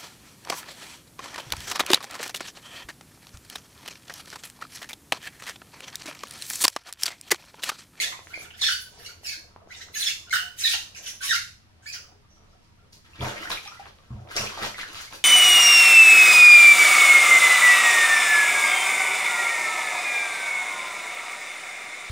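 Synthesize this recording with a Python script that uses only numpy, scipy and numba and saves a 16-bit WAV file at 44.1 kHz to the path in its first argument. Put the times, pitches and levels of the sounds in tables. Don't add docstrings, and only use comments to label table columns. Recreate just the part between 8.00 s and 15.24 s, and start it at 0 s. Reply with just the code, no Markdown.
import sys
import numpy as np
from scipy import signal
from scipy.fft import rfft, irfft, next_fast_len
from scipy.io import wavfile
from scipy.ndimage import uniform_filter1d
from numba import njit

SR = 44100
rng = np.random.default_rng(int(sys.argv[2]) if len(sys.argv) > 2 else 0)


def to_linear_factor(level_db):
    exponent = np.asarray(level_db, float) / 20
    return 10 ** exponent


def wrap_up_sound(samples):
    columns = np.atleast_2d(samples).T
    tamed = np.clip(columns, -1, 1)
    steps = np.round(tamed * 32767).astype(np.int16)
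    wavfile.write(sys.argv[1], SR, steps)


N = 319284


def unit(x):
    return x / np.sqrt(np.mean(x ** 2))


def colour(x, points):
    hz, db = np.transpose(points)
    size = next_fast_len(x.shape[-1])
    f = np.maximum(np.arange(size // 2 + 1) * SR / size, 1)
    gain = to_linear_factor(np.interp(np.log(f), np.log(hz), db))
    return irfft(rfft(x, size) * gain, size)[..., :x.shape[-1]]


def walk(rate, size):
    hold = max(int(SR / rate), 2)
    levels = np.repeat(rng.standard_normal(size // hold + 1), hold)
    return 1.226 * uniform_filter1d(levels, hold)[:size]


@njit
def add_bubbles(out, start, hz, turns, size, glide, sr):
    for k in range(len(start)):
        fade = np.exp(-hz[k] / sr / turns[k])
        step = 2 * np.pi * hz[k] / sr
        phase = 0.
        level = size[k]
        count = int(6 * turns[k] * sr / hz[k])
        rise = (1 + glide) ** (2 / count)
        for i in range(start[k], min(start[k] + count, len(out))):
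            out[i] += level * np.sin(phase)
            phase += step
            step = min(step * rise, 2.8)
            level *= fade


def swarm(rate, lo_hz, hi_hz, turns, spread_db, glide):
    when, pitch, bigness, ring = rng.random((int(rate * N / SR), 4)).T
    out = np.zeros(N)
    hz = lo_hz * (hi_hz / lo_hz) ** pitch
    size = to_linear_factor(-spread_db * np.log(1.02 - bigness)) * np.sqrt(hz / lo_hz)
    add_bubbles(out, (when * N).astype(np.int64), hz, turns * (.5 + ring), size, glide, 1. * SR)
    return unit(out)


def efforts(start, length, db, swell_db, attack, release):
    t = np.arange(0, N, 20)[:, None] / SR
    u = np.clip((t - start) / length, 0, 1)
    creep = np.minimum(t - start - attack, 0) / attack
    dying = np.maximum(t - start - length, 0) / release
    shape = np.exp(creep - dying)
    power = np.sum((shape * to_linear_factor(db - swell_db * (1 - u))) ** 2, axis=1)
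    return np.interp(np.arange(N) / SR, t[:, 0], np.sqrt(power))


# start in seconds, length in seconds, last pitch in Hz,
# fundamental level in dB, second partial level in dB.
DIVES = [
    (.119, 0.014, 958, -32, -35.5),
    (.44, 0.027, 1420, -48, -52),
    (.611, .016, 1728, -44, -25),
    (.682, 0.011, 1418, -22, -30.5),
    (1.238, 0.04, 2250, -45, -43),
    (2.017, 0.015, 3280, -26.5, -42.5),
    (2.056, .011, 3190, -27.5, -50.5),
    (2.081, 0.008, 2040, -26.5, -27.5),
    (3.306, 0.033, 1356, -22.5, -35),
]
# the same five columns, in s, s, Hz, dB, dB.
SAGS = [(0, 0.0084, 1988, -23, -24), (.025, 0.024, 1740, -38, -31), (.05, 0.035, 1830, -38.5, -36.5),
        (.99, 0.055, 1604, -53, -86), (2.736, 0.017, 1790, -40, -37), (1.325, .045, 4130, -49, -73),
        (1.045, 0.025, 2700, -45.5, -46.5), (1.281, 0.063, 2163, -45.5, -43.5),
        (1.308, 0.049, 1618, -44.5, -62), (2.327, 0.011, 1455, -16.5, -32),
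        (2.584, 0.018, 3000, -43.5, -33), (2.635, 0.015, 3756, -18.5, -43), (2.731, 0.012, 1358, -43, -30),
        (2.737, 0.01, 760, -31.5, -34.5), (3.05, 0.028, 1487, -54.5, -57), (3.95, 0.031, 1395, -48, -51),
        (1.262, .035, 2150, -44, -35.5), (1.275, .05, 2400, -41, -60)]
# the same five columns, in s, s, Hz,
# dB, dB.
HELD = [(.405, .013, 2305, -42.5, -58), (.624, 0.028, 1760, -37.5, -24.5), (.625, 0.053, 5400, -35, -56),
        (.702, 0.018, 1500, -32, -30.5), (1.058, 0.015, 2155, -49, -39.5), (1.938, 0.016, 2080, -43, -40.5),
        (1.954, 0.027, 1716, -35.5, -62), (1.695, 0.022, 1600, -50, -65),
        (1.702, 0.028, 2207, -44.5, -54.5), (1.738, 0.022, 3750, -47.5, -64),
        (1.945, 0.039, 6490, -34.5, -57.5), (2.0, 0.019, 2130, -59.5, -30.5),
        (2.064, 0.019, 1731, -63, -25), (2.055, .025, 5300, -32, -51.5), (2.305, 0.013, 2120, -35, -39),
        (2.357, 0.014, 1460, -22.5, -28), (2.374, .018, 1500, -34.5, -32), (2.606, 0.083, 2526, -40, -40.5),
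        (2.646, 0.02, 1864, -27, -38.5), (2.656, 0.0076, 3850, -17.5, -45.5),
        (2.671, 0.016, 2480, -34, -34), (2.708, 0.022, 2700, -36, -42), (3.204, 0.026, 1500, -39.5, -66),
        (3.217, 0.033, 1112, -39.5, -51), (3.272, 0.028, 3850, -38, -45.5),
        (3.279, 0.0053, 2930, -34.5, -38.5), (3.29, .025, 5750, -31.5, -61), (3.364, 0.018, 2200, -36, -47),
        (3.937, .055, 4950, -49, -66.5), (3.286, 0.038, 1900, -27.5, -27), (3.916, 0.042, 2455, -50.5, -44),
        (4.28, 0.12, 5820, -67, -94),
        (0.656, 0.0246, 1770, -37, -27.5), (0.636, 0.039, 4290, -30, -60), (.7, 0.037, 4585, -33.5, -60),
          (0.689, 0.037, 5910, -41, -60), (2.662, 0.034, 3700, -27, -60), (4.78, 0.042, 1390, -67, -85),
          (2.375, .04, 2960, -34, -56), (.59, 0.013, 4500, -47, -70), (.602, 0.0072, 3500, -44, -68),
          (0.637, .008, 2500, -30.5, -60), (0.719, .03, 1500, -34, -35), (.76, .035, 4684, -54, -69.5),
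          (1.082, 0.024, 1527, -51, -65), (1.742, .02, 2900, -54, -65), (1.813, 0.011, 3660, -48.5, -64),
          (1.938, .03, 3500, -47.5, -57), (1.959, 0.022, 5090, -41.5, -60), (2.265, .03, 1500, -54, -62),
          (2.399, 0.1, 718, -55.5, -69.5), (2.593, .03, 6270, -38, -60), (2.599, 0.028, 5275, -41, -63),
          (3.275, .03, 4750, -43.5, -65.5), (3.341, .03, 1390, -36.5, -37), (3.818, 0.046, 1560, -61, -74),
          (3.858, 0.0115, 1683, -42.5, -66), (3.88, 0.0288, 2435, -41.5, -43.5)]
# the same five columns, in s, s, Hz, dB, dB.
RISES = [(.291, 0.074, 1610, -51, -60), (.334, 0.014, 2300, -37.5, -53), (.35, 0.03, 2504, -42.5, -53.5),
         (.505, 0.0027, 3000, -33, -62), (.534, 0.025, 1746, -50, -48.5), (1.794, 0.027, 1530, -51, -58),
         (1.805, 0.017, 1916, -46, -50.5), (2.098, 0.012, 1483, -53, -30), (2.333, .007, 1914, -28, -33.5),
         (2.363, .009, 1882, -26, -36.5), (1.966, 0.0096, 2685, -42, -59.5),
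         (3.222, .025, 2640, -40.5, -55), (3.352, 0.011, 2200, -32.5, -33),
         (2.946, 0.016, 2857, -43.5, -50), (3.088, 0.0082, 2165, -46.5, -57),
         (3.863, .018, 2457, -39.5, -38.5), (3.928, .008, 5140, -47, -62.5), (3.935, .008, 5840, -43, -65),
         (3.995, 0.016, 2940, -56, -70)]
# start in seconds, end in seconds.
FRAYED = ((.28, .56), (.98, 1.2), (1.69, 1.9), (2.26, 2.3), (2.58, 2.63), (2.37, 2.39), (2.658, 2.73),
           (3.94, 3.96))
DIVE, SAG, HOLD, RISE = 1.38, 1.13, 1, .84
SMEAR_RAD, WOBBLE, FRAYED_WOBBLE = .5, .022, .06
PARTIAL_FALL_DB, ROUGH_DB = -8, 3.5


def squeaks():
    out = np.zeros(N + SR)
    wobble, rough, uneven = walk(350, N + SR), walk(400, N + SR), walk(1500, N + SR)
    k = np.arange(1, 9)[:, None]
    for rows, glide in (DIVES, DIVE), (SAGS, SAG), (HELD, HOLD), (RISES, RISE):
        for s, length, last_hz, db, second_db in rows:
            i = int(max(s, 0) * SR)
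            u = np.linspace(0, 1, max(int(length * SR), 16))
            now = slice(i, i + len(u))
            frayed = any(a < s < b for a, b in FRAYED)
            waver = FRAYED_WOBBLE if frayed else WOBBLE
            hz = last_hz * (1 + (glide - 1) * (1 - u) ** 1.6) * (1 + waver * wobble[now])
            smear = SMEAR_RAD * np.maximum(k - 1.6, 0) * uneven[now]
            phase = k * 2 * np.pi * np.cumsum(hz) / SR + smear
            partial_db = np.where(k == 1, db, second_db + PARTIAL_FALL_DB * (k - 2))
            gain = to_linear_factor(partial_db) * (k * hz < .45 * SR)
            shape = np.minimum(1, 5 * np.minimum(u, 1 - u)) * to_linear_factor(ROUGH_DB * rough[now])
            out[now] += 2 * shape * np.sum(gain * np.sin(phase), axis=0)
    return out[:N]


# start in seconds, length in seconds, slip level at the end in dB,
# swell over the stroke in dB, foam level in dB.
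STROKES = [(-.01, 0.046, -30.5, -2, -36.5), (0.206, 0.16, -52.5, 8, -59), (0.377, 0.047, -50, 0.5, -50),
           (0.556, 0.036, -43, 11, -53), (0.621, 0.1, -32.5, 0, -39), (0.787, 0.028, -56, 12.5, -44.5),
           (0.87, 0.18, -52, 13, -86), (0.984, 0.11, -48.5, 14, -53.5), (1.228, 0.097, -41.5, 3.5, -46.5),
           (1.694, 0.14, -47.5, 4.5, -60.5), (1.942, 0.066, -33.5, 2, -34.5), (2.004, 0.088, -35.5, 1, -41),
           (2.318, 0.039, -25.5, 4, -34), (2.577, 0.093, -30, 5, -34.5), (2.645, 0.092, -26, 6.5, -37.5),
           (2.947, 0.033, -44.5, 1, -52), (3.021, 0.077, -40.5, 2, -45), (3.212, 0.068, -33.5, 1.5, -37),
           (3.283, 0.066, -27, 8.5, -40), (3.811, 0.066, -52, 15, -75.5), (3.861, 0.028, -50.5, 1, -47.5),
           (3.918, 0.023, -36, 4.5, -45), (4.3, 0.35, -76, -3.5, -93), (4.608, 0.061, -68, 6, -79)]
# frequency in Hz, level in dB per Hz.
RUB_COLOUR = [(600, -53.5), (1200, -4), (1600, 0), (2300, 1.5), (3800, 2), (6500, 10), (9000, 2.5),
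              (14000, -6)]


def rubbing():
    s, length, slip_db, swell_db, foam_db = np.transpose(STROKES)
    slips = swarm(rate=1100, lo_hz=3000, hi_hz=7660, turns=9.5, spread_db=7.0, glide=-0.18)
    grit = swarm(rate=5000, lo_hz=1500, hi_hz=8350, turns=2.2, spread_db=10.0, glide=0.093)
    foam = swarm(rate=2600, lo_hz=8700, hi_hz=15800, turns=12.0, spread_db=7.5, glide=0.056)
    rub = to_linear_factor(-3.5) * slips + to_linear_factor(3.0) * unit(colour(grit, RUB_COLOUR))
    rub_press = efforts(s, length, slip_db, swell_db, attack=0.01, release=0.005)
    foam_press = efforts(s, length, foam_db, 1, attack=0.01, release=0.005)
    stutter = to_linear_factor(2 * (walk(110, N) - 0.24))
    return stutter * (rub_press * rub + foam_press * foam)


# start in seconds, length in seconds,
# slosh level in dB, splash level in dB, spray level in dB.
SURGES = [(4.923, 0.012, -68, -86, -53), (5.039, 0.1, -63, -61, -66.5), (5.146, 0.068, -53, -50.5, -59),
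          (5.208, 0.05, -30.5, -35, -39.5), (5.276, 0.1, -40.5, -42, -50), (5.4, 0.055, -37.5, -42, -47.5),
          (5.496, 0.016, -37.5, -31, -35.5), (5.623, 0.038, -83, -44, -49.5),
          (5.789, 0.013, -56, -46, -55.5), (5.694, 0.053, -55.5, -53.5, -59),
          (5.851, 0.02, -51.5, -47, -60), (5.943, .14, -62.5, -66, -70.5), (6.09, 0.22, -51, -68.5, -71.5),
          (6.281, 0.04, -57, -50, -58), (6.299, 0.042, -59, -39, -49.5), (6.35, 0.088, -35, -33, -36),
          (6.357, 0.025, -57, -50, -35.5), (6.487, 0.13, -45, -39, -46.5), (6.61, 0.045, -34.5, -36, -37.5),
          (6.772, 0.023, -59, -33.5, -41), (6.853, 0.061, -50, -46.5, -50.5),
          (6.927, 0.11, -57, -42.5, -44.5), (7.106, 0.04, -44.5, -47, -46.5)]
# time in seconds, level in dB.
LAPPING = [(0.0, -46.5), (0.25, -60), (0.4, -49.5), (0.72, -75.5), (1.02, -53.5), (1.15, -61),
           (1.74, -57.5), (2.38, -64.5), (3.08, -57), (3.299, -75.5), (3.8, -65), (4.009, -58.5),
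           (4.271, -66), (4.439, -59.5), (4.69, -66.5), (4.999, -66.5)]


def sweeps():
    s, length, slosh_db, splash_db, spray_db = np.transpose(SURGES)

    def push(db):
        return efforts(s, length, db, swell_db=0.5, attack=0.0064, release=0.027)

    slosh = swarm(rate=350, lo_hz=290, hi_hz=1300, turns=3.5, spread_db=4, glide=0.28)
    splash = swarm(rate=1300, lo_hz=1080, hi_hz=4100, turns=1.8, spread_db=6, glide=0.28)
    spray = swarm(rate=3500, lo_hz=3800, hi_hz=7200, turns=2, spread_db=6, glide=.15)
    mist = swarm(rate=4100, lo_hz=6950, hi_hz=16000, turns=0.5, spread_db=11.0, glide=0.029)
    lapping = to_linear_factor(np.interp(np.arange(N) / SR, *np.transpose(LAPPING), right=-120))
    surge = push(slosh_db) + lapping
    spatter = to_linear_factor(2.5 * (walk(120, N) - 0.28))
    thrown = push(splash_db) * splash + push(spray_db) * (spray + to_linear_factor(-5.5) * mist)
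    return surge * slosh + spatter * thrown


# start in seconds, peak level in dB, pitch in Hz.
GURGLES = [(5.134, -41.5, 2600), (5.245, -24, 1004), (5.292, -29, 1426), (5.329, -34.5, 1270),
           (5.359, -30, 554), (5.428, -29.5, 1970), (5.454, -23.5, 1450), (5.473, -27.5, 1796),
           (5.989, -46, 1110), (6.356, -32, 1260), (6.383, -22, 2560), (6.41, -26, 2690), (6.429, -33, 610),
           (6.47, -27, 2440), (6.521, -28, 1010), (6.545, -38, 3080), (6.589, -26, 640),
           (6.645, -23.5, 924), (6.668, -32, 560), (6.702, -32, 1220), (6.809, -26, 1975),
           (6.858, -31.5, 1430), (6.901, -38, 2780)]
# start in seconds, peak level in dB, pitch in Hz.
BURBLES = [(1.61, -50, 1105), (5.193, -37, 2260), (5.22, -33, 453), (5.255, -36, 700), (5.403, -35, 2840),
           (5.415, -38, 2870), (5.545, -35, 3300), (5.658, -34.5, 790), (5.664, -40, 3180),
           (5.676, -34, 1180), (5.717, -37, 955), (5.719, -33, 1294), (5.755, -41, 1340),
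           (5.772, -43, 1910), (5.796, -28.5, 758), (6.287, -46, 1290), (6.373, -34, 1320),
           (6.366, -19, 5330), (6.376, -24, 5550), (6.384, -31, 5080), (6.393, -28.5, 5550),
           (6.402, -26, 616), (6.44, -33, 694), (6.508, -39, 1080), (6.535, -38, 1104), (6.571, -33, 1110),
           (6.6, -32, 706), (6.635, -28, 800), (6.645, -32, 3270), (6.755, -36, 1940), (6.868, -39, 1610),
           (6.883, -48, 3800), (6.997, -48, 1310), (7.035, -44, 1120), (7.075, -39, 2100),
           (7.157, -44, 500), (7.185, -45, 2430)]
GURGLE_RING_S, BURBLE_RING_S, GURGLE_GLIDE = 0.0028, 0.0047, .13


def gurgles():
    out = np.zeros(N)
    for rows, ring in (GURGLES, GURGLE_RING_S), (BURBLES, BURBLE_RING_S):
        s, db, hz = np.transpose(rows)
        start, turns = (s * SR).astype(np.int64), 1 + hz * ring
        add_bubbles(out, start, hz, turns, to_linear_factor(db + 7), GURGLE_GLIDE, 1. 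* SR)
        short_glide = (1 + GURGLE_GLIDE) ** .25 - 1
        add_bubbles(out, start, hz, turns / 4, -to_linear_factor(db + 5), short_glide, 1. * SR)
    return out


# start in seconds, peak level in dB, pitch in Hz.
POPS = [(0.127, -31, 1800), (.192, -35, 950), (0.2712, -33, 1880), (.376, -33.5, 580), (0.3973, -39, 12100),
        (.51, -35.5, 2500), (0.8117, -33, 12000), (.9283, -61, 10900), (0.9888, -52, 6000),
        (1.233, -42.5, 730), (1.538, -56, 850), (1.562, -33, 900), (1.674, -41, 615), (2.105, -38, 1500),
        (2.2964, -32, 4970), (2.741, -36, 920), (3.0744, -41.5, 8940), (4.2178, -59, 9960),
        (4.9285, -42, 5200), (4.9362, -56, 4990), (5.5052, -21, 3190), (5.516, -29, 2505),
        (5.529, -32, 1500), (5.8573, -36, 2465), (5.9866, -43.5, 3250), (6.2749, -44, 2400),
        (6.309, -37, 4000), (6.3645, -19, 5370), (6.38, -26, 6010), (6.628, -28.5, 6300), (6.65, -20, 3140),
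        (6.833, -29, 1500), (6.9457, -28.5, 3000), (7.1255, -32, 3510), (5.247, -26, 2500),
        (5.257, -29, 1500), (6.42, -25, 3500), (6.573, -32, 1500), (3.695, -58, 6000), (5.866, -38, 1600),
        (6.955, -34, 5000), (6.99, -37, 5500), (5.2215, -28, 490)]


def pops():
    s, db, hz = np.transpose(POPS)
    out = np.zeros(N)
    add_bubbles(out, (s * SR).astype(np.int64), hz, 0.85 + 0 * s, to_linear_factor(db + 2), .1, 1. * SR)
    return out


# start in seconds, peak level in dB, pitch in Hz.
DRIPS = [
    (0.329, -40.5, 1380),
    (0.62, -30.5, 1120),
    (1.619, -48, 640),
    (1.886, -40.5, 1280),
    (5.502, -23, 1004),
    (5.526, -26.5, 1340),
    (5.857, -38.5, 1090),
    (6.576, -27, 840),
    (7.127, -36, 960),
]
# start in seconds, peak level in dB, pitch in Hz.
SPITS = [(5.2083, -28, 3290), (5.5162, -19, 3770), (5.5732, -28.5, 2320), (5.6735, -34.5, 2400),
         (5.677, -31, 5440), (6.6258, -25.5, 1850), (6.7446, -31.5, 2000), (6.783, -31, 1470),
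         (6.789, -29.5, 1330), (6.797, -30.5, 2020), (6.8323, -27, 1690), (7.126, -39, 2475)]
# start in seconds, end in seconds.
CALM = ((1.6, 1.65), (5.55, 5.85))


def drips():
    s, db, hz = np.transpose(DRIPS + SPITS)
    out, start = np.zeros(N), (s * SR).astype(np.int64)
    turns = np.where(s < 5, 1.1, 1.13 + hz / 1200)
    for first, last in CALM:
        turns[(s > first) & (s < last)] = 5.4
    add_bubbles(out, start, hz, turns, to_linear_factor(db + 6.5), .12, 1. * SR)
    add_bubbles(out, start, 2500 + 0 * s, 0.25 + 0 * s, to_linear_factor(db - 23.5), .1, 1. * SR)
    return out


# start in seconds, blow level in dB, contact time in seconds.
KNOCKS = [(5.188, -42, 0.0015), (5.203, -28, 0.0041), (5.226, -28.5, 0.0016), (5.25, -37, 0.0066),
          (6.104, -31.5, 0.0039), (6.121, -31.5, 0.0036), (6.147, -26.5, 0.0065), (6.189, -37.5, 0.0044),
          (6.393, -34.5, 0.0027), (6.415, -49, 0.0029), (6.62, -40.5, 0.0013)]
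# frequency in Hz, level in dB, 60 dB decay time in seconds.
TUB = [(95.5, -8, 0.36), (126, 0, 0.25), (207.3, -3, 0.5), (312, -20, 0.22), (385, -37, .25),
       (560, -36, .25)]


def tub():
    t, push = np.arange(SR // 2) / SR, np.zeros(N)
    for s, db, contact in KNOCKS:
        blow = np.hanning(max(int(contact * SR), 8))
        i = int(s * SR)
        push[i:i + len(blow)] += to_linear_factor(db) * blow / blow.sum()
    ring = np.zeros(len(t))
    for hz, db, t60 in TUB:
        ring += to_linear_factor(db) * np.sin(2 * np.pi * hz * t) * 1000 ** (-t / t60)
    radiation = signal.butter(2, 50, "high", fs=SR, output="sos")
    return signal.sosfilt(radiation, signal.fftconvolve(push, ring)[:N])


# frequency in Hz, 60 dB decay time in seconds.
TILES = [(200, 0.35), (1500, 0.34), (5000, 0.41), (12000, 0.37)]
TUB_ECHO_DB, TUB_ECHO_S = 4, 0.013


def bathroom(x, left_db, direct_db, lag):
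    size = int(.6 * SR)
    hz, t60 = np.transpose(TILES)
    f, t, cells = signal.stft(rng.standard_normal((2, size)), SR, nperseg=256)
    cells = cells * np.exp(-np.log(1000) * t / np.interp(f, hz, t60)[:, None])
    age = np.arange(size) / SR
    build_up = np.minimum(1, age / 0.0071)
    tub_echo = 1 + to_linear_factor(TUB_ECHO_DB) * np.exp(-age / TUB_ECHO_S)
    tail = signal.istft(cells, SR)[1][:, :size] * build_up * tub_echo
    lines = rfft(tail)
    lines = lines / np.sqrt(uniform_filter1d(np.abs(lines) ** 2, size=61))
    alike = 1 / (1 + (np.arange(lines.shape[1]) * SR / size / 200) ** 4)
    lines[0] = alike * lines[1] + np.sqrt(1 - alike ** 2) * lines[0]
    tail = irfft(lines, size) * (age < .5)
    tail[0, 0] += to_linear_factor(direct_db)
    tail[1, lag] += to_linear_factor(direct_db)
    return signal.fftconvolve(x[None], tail, axes=1)[:, :N] * to_linear_factor([[left_db / 2], [-left_db / 2]])


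# frequency in Hz, level in dB per Hz.
HOUSE = [(15, -6.5), (28, 1), (42, -11.5), (85, 6.5), (125, -3.5), (230, -8.5), (280, -18.5), (520, -25),
         (1500, -26), (5500, -33.5), (8000, -39.5), (16000, -49)]
HOUSE_DB, HUM_HZ, HUM_DB = -55, 28.4, -68


def house():
    mid, side = colour(rng.standard_normal((2, N)), HOUSE)
    side = colour(side, [(40, -1.5), (120, -21.0), (250, 1.0), (16000, 2.5)])
    scale = to_linear_factor(HOUSE_DB + 0.5 * walk(3.1, N)) / np.sqrt(np.mean(mid ** 2))
    hum = np.sqrt(2) * to_linear_factor(HUM_DB) * np.sin(2 * np.pi * HUM_HZ * np.arange(N) / SR)
    return scale * (mid + side * np.array([[1], [-1]])) + hum * np.array([[.8], [1.2]])


def scene():
    knock = tub()
    shoes = to_linear_factor(-3.5) * bathroom(squeaks(), -2.5, -2.5, lag=26)
    shoes = shoes + bathroom(rubbing(), -1.7, -11.5, lag=12)
    water = bathroom(sweeps() + knock / 2, 0.27, -3.0, lag=8)
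    water = water + to_linear_factor(-1.5) * bathroom(drips(), -0.27, -0.78, lag=3)
    water = water + to_linear_factor(-4.5) * bathroom(gurgles(), -0.3, -1, lag=5)
    foam = bathroom(pops(), 0.3, 4.1, lag=3)
    return shoes + water + foam + knock + house()


# frequency in Hz, level in dB.
PHONE = [(300, -3), (1000, -2.5), (2000, 1), (3500, 0.5), (5500, 0.5), (7500, -2), (11000, 2.5),
         (15000, -5)]


def roll_off(x):
    return signal.sosfilt(signal.butter(12, 15890, fs=SR, output="sos"), x)


# frequency in Hz, level in dB.
PHONE = [(300, -3), (1000, -2.5), (2000, 1), (3500, 0.5), (5500, 0.5), (7500, -2), (11000, 2.5),
         (15000, -5)]


def record(dry):
    top_cut = signal.ellip(8, .2, 70, 15900, fs=SR, output="sos")
    mix = signal.sosfilt(top_cut, colour(dry, PHONE))
    return roll_off(mix)


dry = scene()
out = record(dry)
wrap_up_sound(out)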